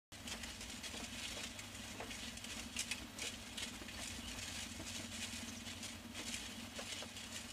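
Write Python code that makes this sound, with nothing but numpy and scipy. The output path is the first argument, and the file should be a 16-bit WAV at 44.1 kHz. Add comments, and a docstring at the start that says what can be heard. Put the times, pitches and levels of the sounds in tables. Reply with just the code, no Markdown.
"""Compost tumbling in a steel drum

A home-made mixer turns a drum on rollers, outdoors and close by. The rollers rumble, the motor hums,
and the drive knocks about 21 times a second, exciting the damped modes of the frame. Inside, compost
trickles, slides and spills from the paddles: countless tiny impacts, coloured by the steel's resonances.
Soft clods thud, stones clack and grit squeaks, all with the short reverberation of the drum."""
import sys
import numpy as np
from scipy import signal
from scipy.fft import rfft, irfft
from scipy.io import wavfile

SR = 44100
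rng = np.random.default_rng(int(sys.argv[2]) if len(sys.argv) > 2 else 0)


def inscribe(sig):
    """Save sig as 16-bit PCM at rate SR to the path in sys.argv[1].

    A 1-D sig is mono; a 2-D sig holds one channel per row.
    Samples are clipped to [-1, 1] before scaling.
    """
    pcm = np.round(np.clip(np.atleast_2d(sig).T, -1, 1) * 32767)
    wavfile.write(sys.argv[1], SR, pcm.astype(np.int16))


N = 331632
TIME = np.arange(N) / SR

# resonances of the steel drum: (frequency [Hz], bandwidth [Hz], boost [dB])
STEEL_RESONANCES = [(627, 63, 2.5), (1960, 28, 6), (2190, 51, 3.5), (2500, 80, 5), (2930, 230, 3.5),
                    (3342, 56, 8), (3840, 190, 4), (4345, 130, 4.5), (6800, 90, 2), (8600, 80, -1)]
# impact spectra of crumbs and of fine dust: (frequency [Hz], relative level [dB])
CRUMB_SPECTRUM = [(150, -38), (450, -10), (800, -7.5), (1200, -12), (1700, -3), (2400, -0.5), (3100, 0.5),
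                  (4000, -4), (5500, -9), (8000, -19.5), (15000, -45)]
DUST_SPECTRUM = [(1000, -21.5), (3000, -28.5), (4500, -3), (6000, -.5), (7200, 0.5), (9000, -3.5),
                 (10500, -9.5), (12500, -18.5), (15000, -23)]


def amp(db):
    """Amplitude ratio of a level in decibels."""
    return 10 ** (np.asarray(db) / 20)


def unit_rms(x):
    """Normalisation to an rms of 1."""
    return x / np.sqrt(np.mean(x ** 2) + 1e-20)


def follow(rows):
    """Linear interpolation of (time [s], value) rows at every sample."""
    return np.interp(TIME, *np.transpose(rows))


def add(mix, start, sound):
    """Superposition: a sound joins the mix at start [s]."""
    part = mix[max(round(start * SR), 0):][:len(sound)]
    part += sound[:len(part)]


def wander(hz):
    """Low-pass Gaussian noise: a fluctuation of rms 1 at rates up to about hz."""
    freqs = np.fft.rfftfreq(N, 1 / SR)
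    return unit_rms(irfft(rfft(rng.standard_normal(N)) * np.exp(-(freqs / hz) ** 2), N))


def colour(x, spectrum, peaks=(), size=8192):
    """Minimum-phase filtering at unit energy: a smooth spectrum with resonance peaks on top."""
    hz = abs(np.fft.fftfreq(size, 1 / SR))
    knot_hz, knot_db = np.transpose(spectrum)
    db = np.interp(np.log(hz + 1), np.log(knot_hz), knot_db)
    for centre, width, boost in peaks:
        db = db + boost / (1 + (2 * (hz - centre) / width) ** 2)
    response = np.exp(np.conj(signal.hilbert(np.log(amp(db)))))
    taps = np.fft.ifft(response).real[:size // 2]
    return signal.oaconvolve(x, taps / np.linalg.norm(taps))[:len(x)]


def grains(per_s, spread_db, count):
    """Shot noise of rms 1: impacts at random moments, many small and a few large."""
    chance, quantile, sign = rng.random((3, count))
    size = np.minimum(-np.log(1 - quantile), 4)
    return unit_rms((chance < per_s / SR) * amp(spread_db * size) * np.sign(sign - .5))


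def decay(t, rise, t60):
    """Exponential damping: a quick rise, then a fall of 60 dB per t60 [s]."""
    return (1 - np.exp(-t / rise)) * np.exp(-np.log(1000) * t / t60)


def ringing(modes, rise):
    """Free vibration after a blow: each mode is a damped sine."""
    t = TIME[:SR // 3]
    return sum(amp(db) * decay(t, rise, t60) * np.sin(2 * np.pi * hz * t) for hz, db, t60 in modes)


def drum_reverberation(x, t60, wet_db, count=300):
    """Diffuse reflection: grains land at ever new spots, so each short piece has its own echoes."""
    t, hop = TIME[:SR // 10], N // count + 1
    padded = np.pad(x, (hop, 2 * hop))
    pieces = np.lib.stride_tricks.sliding_window_view(padded, 2 * hop)[::hop]
    pieces = pieces * signal.windows.cosine(2 * hop)
    taps = rng.standard_normal((len(pieces), len(t))) * amp(-60 * t / t60)
    taps /= np.linalg.norm(taps, axis=1, keepdims=True)
    echo = np.zeros(len(padded))
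    for k, piece in enumerate(signal.fftconvolve(pieces, taps, axes=1)):
        add(echo, k * hop / SR, piece)
    return (x + amp(wet_db) * echo[hop:hop + N]) / np.hypot(1, amp(wet_db))


def rollers():
    """Rolling noise: the drum rumbles over the broadband running of wheels and bearings."""
    # strength of the rumble: (time [s], relative level [dB])
    rumble_levels = [(0.2, -62.1), (0.55, -60.5), (1.1, -63.1), (1.35, -59.5), (1.7, -63.0), (2.15, -62.5),
                     (2.9, -61.5), (3.6, -64), (3.9, -61.5), (4.38, -59), (5.0, -65), (5.45, -65),
                     (6.2, -66.5), (6.6, -65), (7.3, -66)]
    # spectra of the rolling drum and of the bearings: (frequency [Hz], relative level [dB])
    rumble_spectrum = [(15, -39), (28, -14), (45, -9.5), (59, 6), (68, -7), (77, 1.5), (105, -13.5),
                       (200, -13.5), (600, -71)]
    running_spectrum = [(30, -9), (110, 3.5), (160, -15), (200, 9), (290, 6.5), (360, -4.5), (550, -1.5),
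                        (1100, -3), (2800, -9), (5000, -12), (9000, -16.5), (15000, -20.5)]
    rumble = colour(rng.standard_normal(N), rumble_spectrum) * amp(follow(rumble_levels) + 1.5)
    running = rng.standard_normal(N) * amp(1.76 * wander(hz=24.7))
    return rumble + amp(-56) * colour(running, running_spectrum, STEEL_RESONANCES)


def motor():
    """Phase-modulated tones: magnetic hum and thin gear whine, over the drone of the drive."""
    # hum and whine: (frequency [Hz], rms level [dB], rms phase waver [cycles])
    partials = [(100.4, -65, .015), (150.1, -107, .03), (608, -77, 0.026), (1610, -76, 0.32),
                (3235, -74, 0.54)]
    # the drone grows as the paddles lift the load: (time [s], rms level [dB])
    drone_levels = [(0, -69), (2.4, -80), (3.5, -69), (4.3, -63), (4.9, -60), (5.4, -60.5), (6, -64),
                    (7.5, -77)]
    tones, drone_hz = np.zeros(N), 90.2
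    for hz, db, waver in partials:
        gain = amp(db + 2 * wander(hz=1))
        tones += gain * np.sin(2 * np.pi * (hz * TIME + waver * wander(hz=1.55)))
    drone = np.sin(2 * np.pi * (drone_hz * TIME + 0.076 * wander(hz=5.6)))
    return np.sqrt(2) * (tones + amp(follow(drone_levels)) * drone)


def drive():
    """Impulse-train excitation: the drive knocks the frame, every second knock harder on average."""
    # speed of the drive: (time [s], knock rate [1/s])
    knock_rates = [(0, 20.7), (2, 20.85), (3.2, 20.85), (4.3, 21.08), (5.5, 20.9), (6.3, 20.79),
                   (7.5, 20.82)]
    # strength of the knocks: (time [s], relative level [dB])
    knock_levels = [(0.25, -58), (0.75, -59.5), (1.0, -55), (1.65, -60.5), (2.15, -58.5), (2.6, -55.2),
                    (3.2, -59), (4.05, -57.5), (4.33, -53), (4.5, -63), (4.7, -53.5), (4.92, -57.8),
                    (5.3, -54.4), (6.2, -55), (7.35, -59.6)]
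    # modes of the frame: (frequency [Hz], relative level [dB], t60 [s])
    frame_modes = [(87, -23, 0.11), (217, -18, 0.19), (234.8, 13, 0.098), (280, -4.5, 0.035)]
    jitter_s, scatter_db, limp_db = 0.00035, 2.74, 3
    knock_count = np.cumsum(follow(knock_rates)) / SR - .24
    times = TIME[1:][np.diff(np.floor(knock_count)) > 0]
    blows = np.zeros(N)
    for k, start in enumerate(times):
        late, force = rng.standard_normal(2)
        add(blows, start + jitter_s * late, [amp(scatter_db * force + limp_db * (k % 2 - .5))])
    knocks = signal.oaconvolve(blows, ringing(frame_modes, rise=0.0052))[:N]
    return unit_rms(knocks) * amp(follow(knock_levels) - 1)


def squeaks():
    """Friction tones: grit dragged over the steel sings briefly with a raspy, unsteady pitch."""
    # squeaks of grit: (time [s], duration [s], start pitch [Hz], end pitch [Hz], level [dB])
    glides = [(3.925, 0.05, 4550, 4380, -54), (3.958, 0.053, 1845, 1740, -54),
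              (4.195, 0.14, 2940, 2950, -50.5), (5.472, 0.044, 6340, 6000, -49.5),
              (5.549, 0.047, 6250, 5330, -48)]
    out, tremble = np.zeros(N), .05 * wander(hz=900)
    for start, length, from_hz, to_hz, db in glides:
        count = round(length * SR)
        hz = np.linspace(from_hz, to_hz, count) * (1 + tremble[round(start * SR):][:count])
        add(out, start, amp(db) * np.hanning(count) * np.sin(2 * np.pi * np.cumsum(hz) / SR))
    return out


def stones():
    """Hard impact: a small stone excites a cluster of the wall's modes."""
    # stone strikes: (time [s], relative level [dB], pitch of the spot [Hz], t60 [s])
    strikes = [(.434, -42, 1950, .07), (1.591, -47, 2124, .076), (2.765, -43, 2700, .05),
               (2.912, -31.5, 2544, 0.055), (3.579, -45, 3390, .09), (3.88, -39, 2010, 0.055),
               (6.342, -40, 2630, 0.045)]
    # modes of a struck spot: (ratio to its pitch, relative level [dB])
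    spot_modes = [(.88, -3), (.965, -1), (1.028, 0.5), (1.16, -9), (1.3, -18), (3.6, -7.5)]
    out = np.zeros(N)
    for start, db, hz, t60 in strikes:
        modes = [(hz * ratio, db + mode_db - 1.5, t60) for ratio, mode_db in spot_modes]
        add(out, start, ringing(modes, rise=0.0022))
    return out


def clods():
    """Inelastic impact: damp lumps break up with a hollow thud and set the drum booming."""
    # landings: (time [s], relative level [dB], pitch [Hz], relative boom level [dB], crush t60 [s])
    landings = [(.336, -38.5, 810, -58, 0.1), (0.941, -43.5, 446, -47, .17), (.999, -47.5, 700, -51, 0.14),
                (1.365, -47.5, 565, -54, 0.21), (1.946, -47, 600, -56, 0.26), (2, -37, 620, -62, 0.11),
                (2.017, -43.5, 445, -64, 0.19), (3.019, -54, 395, -47, .08), (3.226, -47.5, 495, -58, 0.21),
                (3.617, -44, 394, -57, 0.15), (3.815, -45.5, 340, -47, 0.099), (3.99, -45.5, 686, -57, .12),
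                (4.345, -47, 900, -61, .1), (4.795, -42, 694, -44, 0.093), (4.993, -48.5, 640, -48, .16),
                (6.19, -47, 1320, -51, 0.14), (6.785, -39, 608, -65, 0.15), (7.022, -41, 510, -57, .12)]
    # spectrum of a soft impact: (frequency [Hz], relative level [dB])
    thud_spectrum = [(80, -28), (200, -6), (370, -6), (470, 1), (800, -0.5), (1300, -5.5), (2100, -5),
                     (3000, -20), (8000, -39)]
    # low modes of the drum: (frequency [Hz], relative level [dB], t60 [s])
    boom_modes = [(177, -1.5, 0.073), (272, -0.5, 0.15), (314, 3, 0.13), (404, -14, 0.23)]
    out, t, boom = np.zeros(N), TIME[:SR // 3], ringing(boom_modes, rise=0.002)
    for start, db, hz, boom_db, t60 in landings:
        crush = grains(per_s=4600, spread_db=2, count=len(t)) * decay(t, rise=0.0013, t60=t60)
        thud = colour(crush, thud_spectrum, [(hz, 200, 5)])
        hollow = ringing([(hz, -9, t60 * 1.5)], rise=.004)
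        add(out, start, amp(db - 3.5) * (thud + hollow) + amp(boom_db - 1.5) * boom)
    return out


def spilling():
    """Shot-noise bursts: a handful of crumbs excites the resonance of the spot where it lands."""
    # spills: (time [s], relative level [dB], relative dust level [dB], spot resonance [Hz])
    spills = [(.276, -34, -2, 3050), (.433, -30.5, -5.5, 1940), (.607, -37, -2, 2980), (.698, -39, 1, 4360),
              (1.251, -34.5, -20, 3390), (1.59, -39, 3.5, 2100), (1.748, -38.5, -2, 1960),
              (2.106, -36, -13, 2220), (2.371, -38, 1, 4300), (2.442, -33, -3, 3020),
              (2.595, -34.5, -3, 2820), (2.765, -30, -12, 2800), (2.79, -34, 7, 2470),
              (2.805, -32, 4.5, 3240), (2.912, -23.5, -5.5, 2580), (3.186, -42.5, 7, 3310),
              (3.218, -33, -1, 2200), (3.269, -40, 7, 2450), (3.337, -37, -22, 2960),
              (3.577, -31, -5, 3380), (3.624, -36, -8, 2640), (3.883, -35, -22, 2370),
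              (4.033, -38, 3, 3800), (4.074, -37.5, 3, 2520), (4.604, -35, -1, 2940),
              (4.868, -41, -2, 3250), (5.828, -36, -4, 2650), (6.341, -30.5, -1.5, 2580),
              (7.165, -35, -5.5, 3300), (7.361, -34, -3, 2500), (7.502, -41, 2, 3000)]
    out, t = np.zeros(N), TIME[:SR // 4]
    for start, db, dust_db, hz in spills:
        envelope = amp(db - 8) * decay(t, rise=0.0011, t60=0.061)
        peaks = STEEL_RESONANCES + [(hz, 300, 6), (2600, 1800, 4)]
        crumbs = colour(envelope * grains(per_s=23000, spread_db=1, count=len(t)), CRUMB_SPECTRUM, peaks)
        dust = colour(envelope * grains(per_s=9200, spread_db=3.5, count=len(t)), DUST_SPECTRUM)
        add(out, start - .001, crumbs + amp(dust_db + 1.5) * dust)
    return out


def trickle_envelope():
    """Periodic modulation: the thin stream dwindles once a turn, as the paddles lift the load clear."""
    turn_s, dip_at_s, dip_width_s = 2.95, 0.16, 0.1
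    level_db, dip_db = -58, -8.5
    from_dip_s = (TIME - dip_at_s + turn_s / 2) % turn_s - turn_s / 2
    return amp(level_db + dip_db * np.exp(-(from_dip_s / dip_width_s) ** 2))


def slide_envelopes():
    """Incoherent addition: slides of crumbs and dust swell, hold and fade, and their powers add."""
    # heaps sliding down the wall: (time [s], duration [s], level [dB], dust re crumbs [dB])
    slides = [(0.104, 0.051, -57, -4), (0.258, 0.069, -51.5, -2), (0.439, .07, -52, -5.5),
              (0.58, 0.19, -58.5, -1), (0.82, .05, -49.5, -2), (0.917, 0.12, -52, -2),
              (1.111, 0.23, -50.5, -4.5), (1.354, 0.095, -50, -5.5), (1.475, 0.12, -57, -6),
              (1.772, .15, -57, -4), (2.09, 0.068, -51.5, -1.5), (2.161, 0.14, -53, -8.5),
              (2.474, 0.098, -51.5, -2.5), (2.772, 0.037, -46, -1), (2.85, 0.18, -55, -5.5),
              (3.185, 0.093, -47, -4), (3.569, 0.074, -46, -3.5), (3.703, 0.11, -68, -1),
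              (3.967, .2, -53, -1.5), (4.264, 0.035, -52.5, -1.5), (4.363, 0.26, -51.5, -1.5),
              (4.654, 0.17, -58.5, 0.5), (4.851, .16, -53.5, 0), (5.106, 0.31, -52.5, -1),
              (5.45, .11, -57.5, -3), (5.645, 0.066, -52, -4), (5.812, 0.052, -50.5, 0),
              (6.144, 0.053, -48.5, -4.5), (6.244, .12, -51, 0.5), (6.392, 0.11, -54.5, -3.5),
              (6.522, .1, -58.5, -5), (6.74, 0.15, -53, -3.5), (6.874, 0.13, -50, -6),
              (7.153, 0.11, -57, -5.5), (7.309, 0.081, -53.5, -1)]
    rise_s, fade_s = 0.029, 0.038
    crumb_power, dust_power, t = np.zeros(N), np.zeros(N), TIME[:SR]
    for start, length, db, dust_db in slides:
        envelope = np.minimum(t / rise_s, 1) * np.exp(-np.maximum(t - length, 0) / fade_s)
        add(crumb_power, start, (amp(db) * envelope) ** 2)
        add(dust_power, start, (amp(db + dust_db) * envelope) ** 2)
    return np.sqrt(crumb_power), np.sqrt(dust_power)


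def sliding():
    """Granular flow: crumbs and dust run down the resonant wall in small clumps."""
    trickle, clumps = trickle_envelope(), amp(1.93 * wander(hz=47.6))
    crumb_slides, dust_slides = slide_envelopes()
    crumb_flow = clumps * np.hypot(trickle, crumb_slides)
    dust_flow = clumps * np.hypot(trickle * amp(-3), dust_slides)
    crumbs = grains(per_s=6000, spread_db=2, count=N) * crumb_flow
    dust = grains(per_s=10000, spread_db=4.5, count=N) * dust_flow
    return colour(crumbs, CRUMB_SPECTRUM, STEEL_RESONANCES) + colour(dust, DUST_SPECTRUM, STEEL_RESONANCES)


def scene():
    """Superposition of the compost in the drum and the machine that turns it, alike in both channels."""
    compost = sliding() + spilling() + stones() + clods() + squeaks()
    mono = drum_reverberation(compost, t60=0.05, wet_db=-6) + drive() + motor() + rollers()
    return np.array([mono, mono])


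def record(dry):
    """Gating and band limiting: a moment of silence, then the sound without its highest treble."""
    silence_s, cutoff_hz = .12, 15350
    lowpass = signal.firwin(511, cutoff_hz, window=("kaiser", 9), fs=SR)
    return signal.oaconvolve(dry * (TIME >= silence_s), lowpass[None], "same")


dry = scene()
out = record(dry)
inscribe(out)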